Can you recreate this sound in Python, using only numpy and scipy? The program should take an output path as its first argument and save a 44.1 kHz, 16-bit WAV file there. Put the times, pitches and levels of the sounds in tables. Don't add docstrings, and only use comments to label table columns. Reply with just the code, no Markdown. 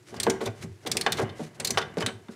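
import sys
import numpy as np
from scipy import signal
from scipy.fft import rfft, irfft
from scipy.io import wavfile
from scipy.ndimage import uniform_filter1d

SR = 44100
rng = np.random.default_rng(int(sys.argv[2]) if len(sys.argv) > 2 else 0)


def int16_out(signal):
    q = np.round(np.clip(np.atleast_2d(signal).T, -1, 1) * 32767)
    wavfile.write(sys.argv[1], SR, q.astype(np.int16))


def convert_level_to_amplitude(level_db):
    exponent = np.asarray(level_db, float) / 20
    return 10 ** exponent


N = 103635


def rms_one(x):
    return x / np.sqrt(np.mean(x ** 2) + 1e-20)


def butter(x, order, hz, kind):
    return signal.sosfilt(signal.butter(order, hz, kind, fs=SR, output="sos"), x)


def ring(x, hz, t60):
    r, w = convert_level_to_amplitude(-60 / (t60 * SR)), 2 * np.pi * hz / SR
    return signal.lfilter([0, np.sin(w)], [1, -2 * r * np.cos(w), r * r], x + 1e-18)


def coloured(x, points):
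    hz, db = np.transpose(points)
    f = np.fft.rfftfreq(len(x), 1 / SR) + 1
    gain = convert_level_to_amplitude(np.interp(np.log(f), np.log(hz), db, left=db[0] - 64))
    return rms_one(irfft(rfft(x) * gain, len(x)))


def grains(per_s, spread_db, size):
    present = rng.random(size) < per_s / SR
    strength = convert_level_to_amplitude(spread_db * np.minimum(rng.exponential(1, size), 3))
    return present * strength * rng.choice([-1, 1], size)


def contact(length_s, per_s):
    t = np.arange(2048) / SR / max(length_s, 1e-4)
    x = grains(per_s, 2.7, size=2048) * (t + 0.34) * np.exp(-2.2 * t ** 2)
    x[0] = 1.0
    return x / np.sqrt(np.sum(x ** 2))


def strike(rows, modes, per_s, weight_db, spread_db):
    modes = np.array(modes)
    drive = np.zeros((len(modes), N + 2048))
    for s, db, colour, length in rows:
        touch, i = convert_level_to_amplitude(db) * contact(length, per_s), int(s * SR)
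        uneven = spread_db * rng.standard_normal(len(modes))
        gains = convert_level_to_amplitude(modes[:, 1] + weight_db(modes[:, 0], colour) + uneven)
        drive[:, i:i + 2048] += gains[:, None] * touch
    return sum((-1) ** k * ring(drive[k, :N], hz, t60) for k, (hz, _, t60) in enumerate(modes))


def dense(rows, per_s, low_hz, high_hz, weight_db, t60, damping, spread_db, crack_db, count):
    out, t, f = np.zeros(N + 8192), np.arange(6000) / SR, np.fft.rfftfreq(6000, 1 / SR) + 1
    hz = np.geomspace(low_hz, high_hz, count)[:, None]
    masks = np.clip(1 - np.abs(np.log(f / hz) / np.log(hz[1] / hz[0])), 0, 1)
    dying = convert_level_to_amplitude(-120 * t / (t60 * (hz / 3000) ** -damping))
    for s, db, colour, length in rows:
        shape = masks * convert_level_to_amplitude(weight_db(hz, colour) + spread_db * rng.standard_normal((count, 1)))
        touch = contact(length, per_s)
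        energy = irfft(rfft(dying, 8192) * rfft(touch ** 2, 8192))[:, :6000]
        noise = irfft(rfft(rng.standard_normal(6000)) * shape, 6000)
        body = np.sum(noise * np.sqrt(np.abs(energy) + 1e-12), axis=0)
        crack = irfft(shape.sum(axis=0), 6000)[:400]
        body[:2447] += convert_level_to_amplitude(crack_db) * signal.fftconvolve(crack, touch)
        i = int(s * SR)
        out[i:i + 6000] += convert_level_to_amplitude(db) * body * np.linspace(1, 0, 6000)
    return out[:N]


# f/Hz, level/dB [per Hz]
ROOM_TONE = [(25, -63), (100, 12), (250, -12.5), (350, 10.5), (480, -9.5), (2000, -18), (9000, -27),
             (16000, -35)]


def room_tone():
    return convert_level_to_amplitude(-56.5) * coloured(rng.standard_normal(N), ROOM_TONE)


# f/Hz, level/dB, t60/s
BASIN = [(110, 5.5, 0.37), (155, 8.5, 0.17), (221.2, 4, 0.17), (244.5, -0.5, 0.14), (316, -9, 0.24),
         (383.6, 1, 0.22), (454.5, 0.5, 0.16), (509, -7, 0.067), (560, -2.5, 0.082), (669, -4, 0.14),
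         (707, -6.5, 0.054), (757.4, -1, 0.081), (866, -1.5, 0.024)]
# f/Hz, level/dB, t60/s
PIPES = [(1100, 0.5, 0.057), (1150, -8.5, 0.082), (1058, -15, 0.018), (1424, -13.5, 0.28),
         (1512, -9.5, 0.26), (1601, -11, 0.3), (1630, -0.5, 0.081), (2033, 1.5, 0.045), (2970, -2.5, 0.052),
         (3083, 7.5, 0.023), (3310, -12.5, 0.024), (3570, 6, 0.024), (4300, 0, 0.033), (5160, -24, 0.016)]
# t/s, level/dB
HAND_LOAD = [(0, -80), (.1, -60.5), (0.171, -45.5), (.3, -38.5), (.44, -52.5), (.56, -58), (.65, -51.5),
             (0.778, -77.5), (.9, -43), (1.1, -44), (1.23, -38.5), (1.35, -50), (1.55, -60), (1.66, -43.5),
             (1.84, -47), (2.05, -54), (2.22, -61.5), (2.35, -64)]


def load():
    creaks_per_s, treble_cut_hz, trim_db = 2500, 950, 4
    murmur = np.zeros(N)
    for hz, level, t60 in BASIN + PIPES[:9]:
        mode = ring(grains(creaks_per_s, 3.9, size=N), hz, 0.23 * t60)
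        murmur += convert_level_to_amplitude(level - 1.73 * np.log2(1 + hz / treble_cut_hz)) * rms_one(mode)
    s, db = np.transpose(HAND_LOAD)
    return convert_level_to_amplitude(trim_db + np.interp(np.arange(N) / SR, s, db)) * rms_one(murmur)


# t/s [start], length/s, level/dB
SCUFFS = [(0.054, 0.082, -51), (0.13, 0.059, -52.5), (0.417, 0.049, -41.5), (0.45, 0.035, -39),
          (0.545, 0.11, -54), (0.611, 0.043, -42), (0.807, 0.045, -58), (1.185, 0.011, -34),
          (1.194, 0.013, -35), (1.206, 0.034, -36), (1.347, 0.15, -47), (1.539, 0.035, -53),
          (1.805, 0.031, -53), (1.973, 0.0079, -40), (1.996, 0.042, -34.5), (2.287, 0.013, -77.5),
          (2.296, 0.06, -52.5), (1.937, 0.012, -54)]
# f/Hz, level/dB [per Hz]
SCUFF_COLOUR = [(300, 9), (900, -4), (2020, 0.5), (3150, -5), (5820, -4.5), (10000, -10.5), (16000, -31)]


def scuffs():
    t, stroke = np.arange(N) / SR, np.zeros(N)
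    for s, length, db in SCUFFS:
        corners = [s, s + 0.39 * length, s + 0.64 * length, s + 1.01 * length]
        stroke += convert_level_to_amplitude(db) * np.interp(t, corners, [0.0046, 0.67, 0.56, 0.0038])
    flutter = uniform_filter1d(uniform_filter1d(rng.standard_normal(N), size=150), size=150)
    stroke *= convert_level_to_amplitude(1.6 * rms_one(flutter))
    grit = grains(8700, 2.3, size=N) + 0.65 * rng.standard_normal(N)
    return stroke * coloured(grit, SCUFF_COLOUR)


def cabinet(x):
    t60_s, wall_damping, level_db = 0.29, 0.16, -14.5
    t, tail = np.arange(12000) / SR, 0
    for low in 150 * 2 ** np.arange(7):
        band = butter(rng.standard_normal(len(t)), 2, [low, 2 * low], "band")
        tail = tail + band * convert_level_to_amplitude(-60 * t / (t60_s * (low / 2400) ** -wall_damping))
    tail = tail * np.minimum(t / 0.0035, 1) / np.sqrt(np.sum(tail ** 2))
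    return convert_level_to_amplitude(level_db) * signal.fftconvolve(x, tail)[:N]


# t/s, level/dB [peak], f/Hz [centre of the blow], contact/s
KNOCKS = [(.119, -30.5, 287, 0.015), (.142, -32, 730, 0.0026), (0.166, -43, 400, 0.013),
          (0.2675, -9, 740, .0001), (.276, -10.5, 318, 0.0023), (.297, -23, 293, 0.0033),
          (0.407, -22, 800, 0.0078), (0.414, -21.5, 480, 0.0012), (.423, -22, 453, 0.0022),
          (.464, -21, 570, 0.0037), (.476, -25, 440, 0.0017), (.632, -30, 302, 0.024),
          (0.851, -30.5, 380, 0.0032), (.864, -22.5, 583, 0.0062), (0.953, -20, 362, 0.0065),
          (1.0633, -10.5, 960, .0001), (1.0645, -13.5, 2520, 0.0045), (1.072, -27, 1610, 0.0068),
          (1.184, -19.5, 980, 0.0043), (1.195, -14.5, 560, 0.00034), (1.208, -18, 534, 0.0017),
          (1.215, -31, 323, 0.001), (1.225, -22.5, 440, .002), (1.24, -29, 397, 0.0034),
          (1.293, -35.5, 2400, 0.013), (1.395, -22.5, 395, .004), (1.407, -24.5, 320, 0.0043),
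          (1.42, -51, 1990, 0.027), (1.645, -35.5, 610, 0.013), (1.597, -27, 634, 0.025),
          (1.698, -22.5, 417, 0.0089), (1.739, -32, 1390, 0.017), (1.774, -9.5, 1100, 0.00022),
          (1.7755, -15.5, 3070, 0.0029), (1.786, -27, 1640, 0.009), (1.816, -25, 2500, 0.015),
          (1.9711, -18.5, 486, 0.00039), (1.983, -26.5, 354, 0.00043), (1.989, -28, 298, 0.00074),
          (2.008, -24, 560, 0.005), (2.018, -22.5, 714, 0.0035), (2.0243, -20, 610, 0.00047),
          (2.025, -21, 1800, 0.0028), (2.0628, -20.5, 3350, 0.00016), (2.08, -24, 1330, 0.016),
          (2.07, -20, 219, .0023), (2.285, -37, 1200, 0.0016), (2.29, -28, 204, 0.0017)]
JUDDER_PER_S = 900


def thuds():
    out = np.zeros(N + 4096)
    for s, db, hz, length in KNOCKS:
        touch = np.append(contact(length, JUDDER_PER_S), np.zeros(2048))
        i = int(s * SR)
        out[i:i + 4096] += convert_level_to_amplitude(db + 0.5) * ring(touch, hz, 6.16 / hz)
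    return out[:N]


def knocks():
    width_octaves, rings_db, panels_db, treble_db = 1.116, -12, -1, -20

    def near(hz, centre):
        return -6 * (np.log2(hz / centre) / width_octaves) ** 2

    def wide(hz, centre):
        treble = treble_db - 18.0 * np.abs(np.log2(hz / centre / 3.6))
        return np.maximum(near(hz, centre), treble)

    rings = strike(KNOCKS, BASIN[2:] + PIPES, JUDDER_PER_S, near, 1.0)
    panels = dense(KNOCKS, JUDDER_PER_S, 228, 13000, wide, t60=0.052, damping=1,
                   spread_db=0.63, crack_db=23, count=24)
    x = convert_level_to_amplitude(rings_db) * rings + convert_level_to_amplitude(panels_db) * butter(panels, 2, 6000, "low") + thuds()
    return butter(x, 4, 190, "high")


# t/s, level/dB [peak], brightness/dB [per octave], chatter/s, f/Hz [favoured]
PAWL = [(0.1429, -41, -2, 0.0014, 4300), (0.1647, -35.5, -6, 0.0049, 4800), (0.2001, -15, -1, 0.0017, 8800),
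        (0.2313, -16, 1, 0.005, 4200), (0.2984, -15.5, -3.5, 0.007, 6400), (0.409, -29.5, -6, 0.02, 3520),
        (0.4565, -25.5, 0, 0.0098, 3800), (0.473, -31.5, -11.5, 0.0034, 2294),
        (0.8621, -25, -9, 0.014, 3600), (0.8717, -24.5, 2, 0.0029, 5000), (0.9153, -12.5, -1, 0.0032, 4980),
        (0.9695, -12, -1.5, 0.0009, 2460), (1.0116, -14.5, -2.5, 0.00096, 4300),
        (1.121, -14.5, -0.5, 0.0023, 3900), (1.128, -21, -7.5, 0.0023, 3600),
        (1.1696, -25, -7, 0.016, 3940), (1.5993, -20, -6, 0.0054, 8400), (1.6472, -12, 0, 0.0044, 4300),
        (1.672, -16.5, 0.5, 0.0048, 4130), (1.7054, -15, 1, 0.003, 6100), (1.7817, -18, -6.5, 0.0029, 5500),
        (1.982, -28.5, -10, 0.0035, 5000), (2.0062, -25.5, -10, 0.00079, 5000),
        (2.0627, -17, -3.5, 0.00049, 3600)]
# f/Hz, level/dB
HEAD = [(1200, -19), (2200, -4.5), (2900, -5), (4300, 0), (6000, -1), (9000, 0), (10800, -8.5),
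        (16000, -15)]
# f/Hz, level/dB, t60/s
TEETH = [(2268, -4, 0.046), (2500, -5.5, 0.0067), (3350, -4, 0.041), (3585, 0, 0.038), (4235, -3, 0.038),
         (5000, -9.5, 0.017), (5880, 4, 0.016), (6300, -9.5, 0.028), (6990, -2.5, 0.009), (7484, -14, .03),
         (8570, -4.5, 0.02)]
CHATTER_PER_S = 8200


def pawl():
    favour_octaves, favour_db, rattle_db, rings_db = 0.21, 7.0, -2.5, -10
    hz, db = np.transpose(HEAD)

    def favour(f, centre):
        return np.maximum(-6 * (np.log2(f / centre) / favour_octaves) ** 2, -11)

    def colour(f, tooth):
        tilt, centre = tooth
        head = np.interp(np.log(f), np.log(hz), db) + tilt * np.log2(f / 5000)
        return head + np.maximum(favour_db + favour(f, centre), 0)

    drops = [(s, level, (tilt, centre), length) for s, level, tilt, length, centre in PAWL]
    rattle = dense(drops, CHATTER_PER_S, 1210, 18300, colour, t60=0.054, damping=0.42,
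                   spread_db=-1, crack_db=12.0, count=20)
    drops = [(s, level, centre, length) for s, level, _, length, centre in PAWL]
    rings = strike(drops, TEETH, CHATTER_PER_S, favour, 1.5)
    return convert_level_to_amplitude(rattle_db) * rattle + convert_level_to_amplitude(rings_db) * rings


# t/s, level/dB [peak], f/Hz, swell/s
BOOMS = [(0.151, -43.5, 107.2, 0.02), (.31, -48, 109.2, 0.037), (.42, -30, 105, 0.049),
         (.5, -37.5, 100, 0.16), (0.623, -31, 164, 0.014), (.665, -43, 95, 0.026),
         (0.859, -42, 107.5, 0.025), (1.02, -56, 155, 0.0099), (1.209, -28, 108.4, 0.011),
         (1.259, -45, 112, 0.041), (1.401, -31.5, 157.2, 0.015), (1.622, -42.5, 150, 0.061),
         (1.749, -37, 100, 0.0067), (1.97, -25.5, 167.3, 0.008), (2.02, -28.5, 110.9, 0.016),
         (2.119, -39.5, 102.3, 0.02)]


def booms():
    t60_s = 0.17
    t, out = np.arange(N) / SR, np.zeros(N)
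    for s, db, hz, length in BOOMS:
        swell = np.exp(-((t - s - length) / (.5 * length)) ** 2)
        tone = np.sin(2 * np.pi * (hz * t + rng.random()))
        push = swell * (tone + 28.0 * rng.standard_normal(N))
        x = ring(push, hz, t60_s) - 0.6 * ring(push, 1.3 * hz, 0.5 * t60_s)
        out += convert_level_to_amplitude(db) * x / np.abs(x).max()
    return butter(out, 4, 320, "low")


# f/Hz, level/dB, t60/s
SOCKET = [(2820, -22, 0.19), (3612, -27, 0.1), (3750, 0, 0.068), (4000, -4, 0.069), (4440, -21, .15),
          (7500, -31, 0.13), (7985, 6.5, 0.021), (8400, 2, .02), (8909, -7, 0.039), (9660, -11, .04)]


def socket():
    tick = (2.0628, -26.5, 0, .002)  # t/s, level/dB, no colour, contact/s
    return strike([tick], SOCKET, CHATTER_PER_S, lambda hz, colour: 0, 0)


def scene():
    rubs, blows, clicks = scuffs(), knocks(), pawl() + socket()
    direct = room_tone() + load() + rubs + blows + clicks + booms()
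    return (direct + cabinet(clicks + 1.25 * blows + rubs))[None]


def roll_off(x):
    return signal.sosfilt(signal.butter(12, 16680, fs=SR, output="sos"), x)


def record(dry):
    limit = .42
    x = butter(dry, 3, 72, "high")
    x = signal.sosfilt(signal.cheby2(10, 50, 16500, fs=SR, output="sos"), x)
    return roll_off(limit * np.tanh(x / limit))


dry = scene()
out = record(dry)
int16_out(out)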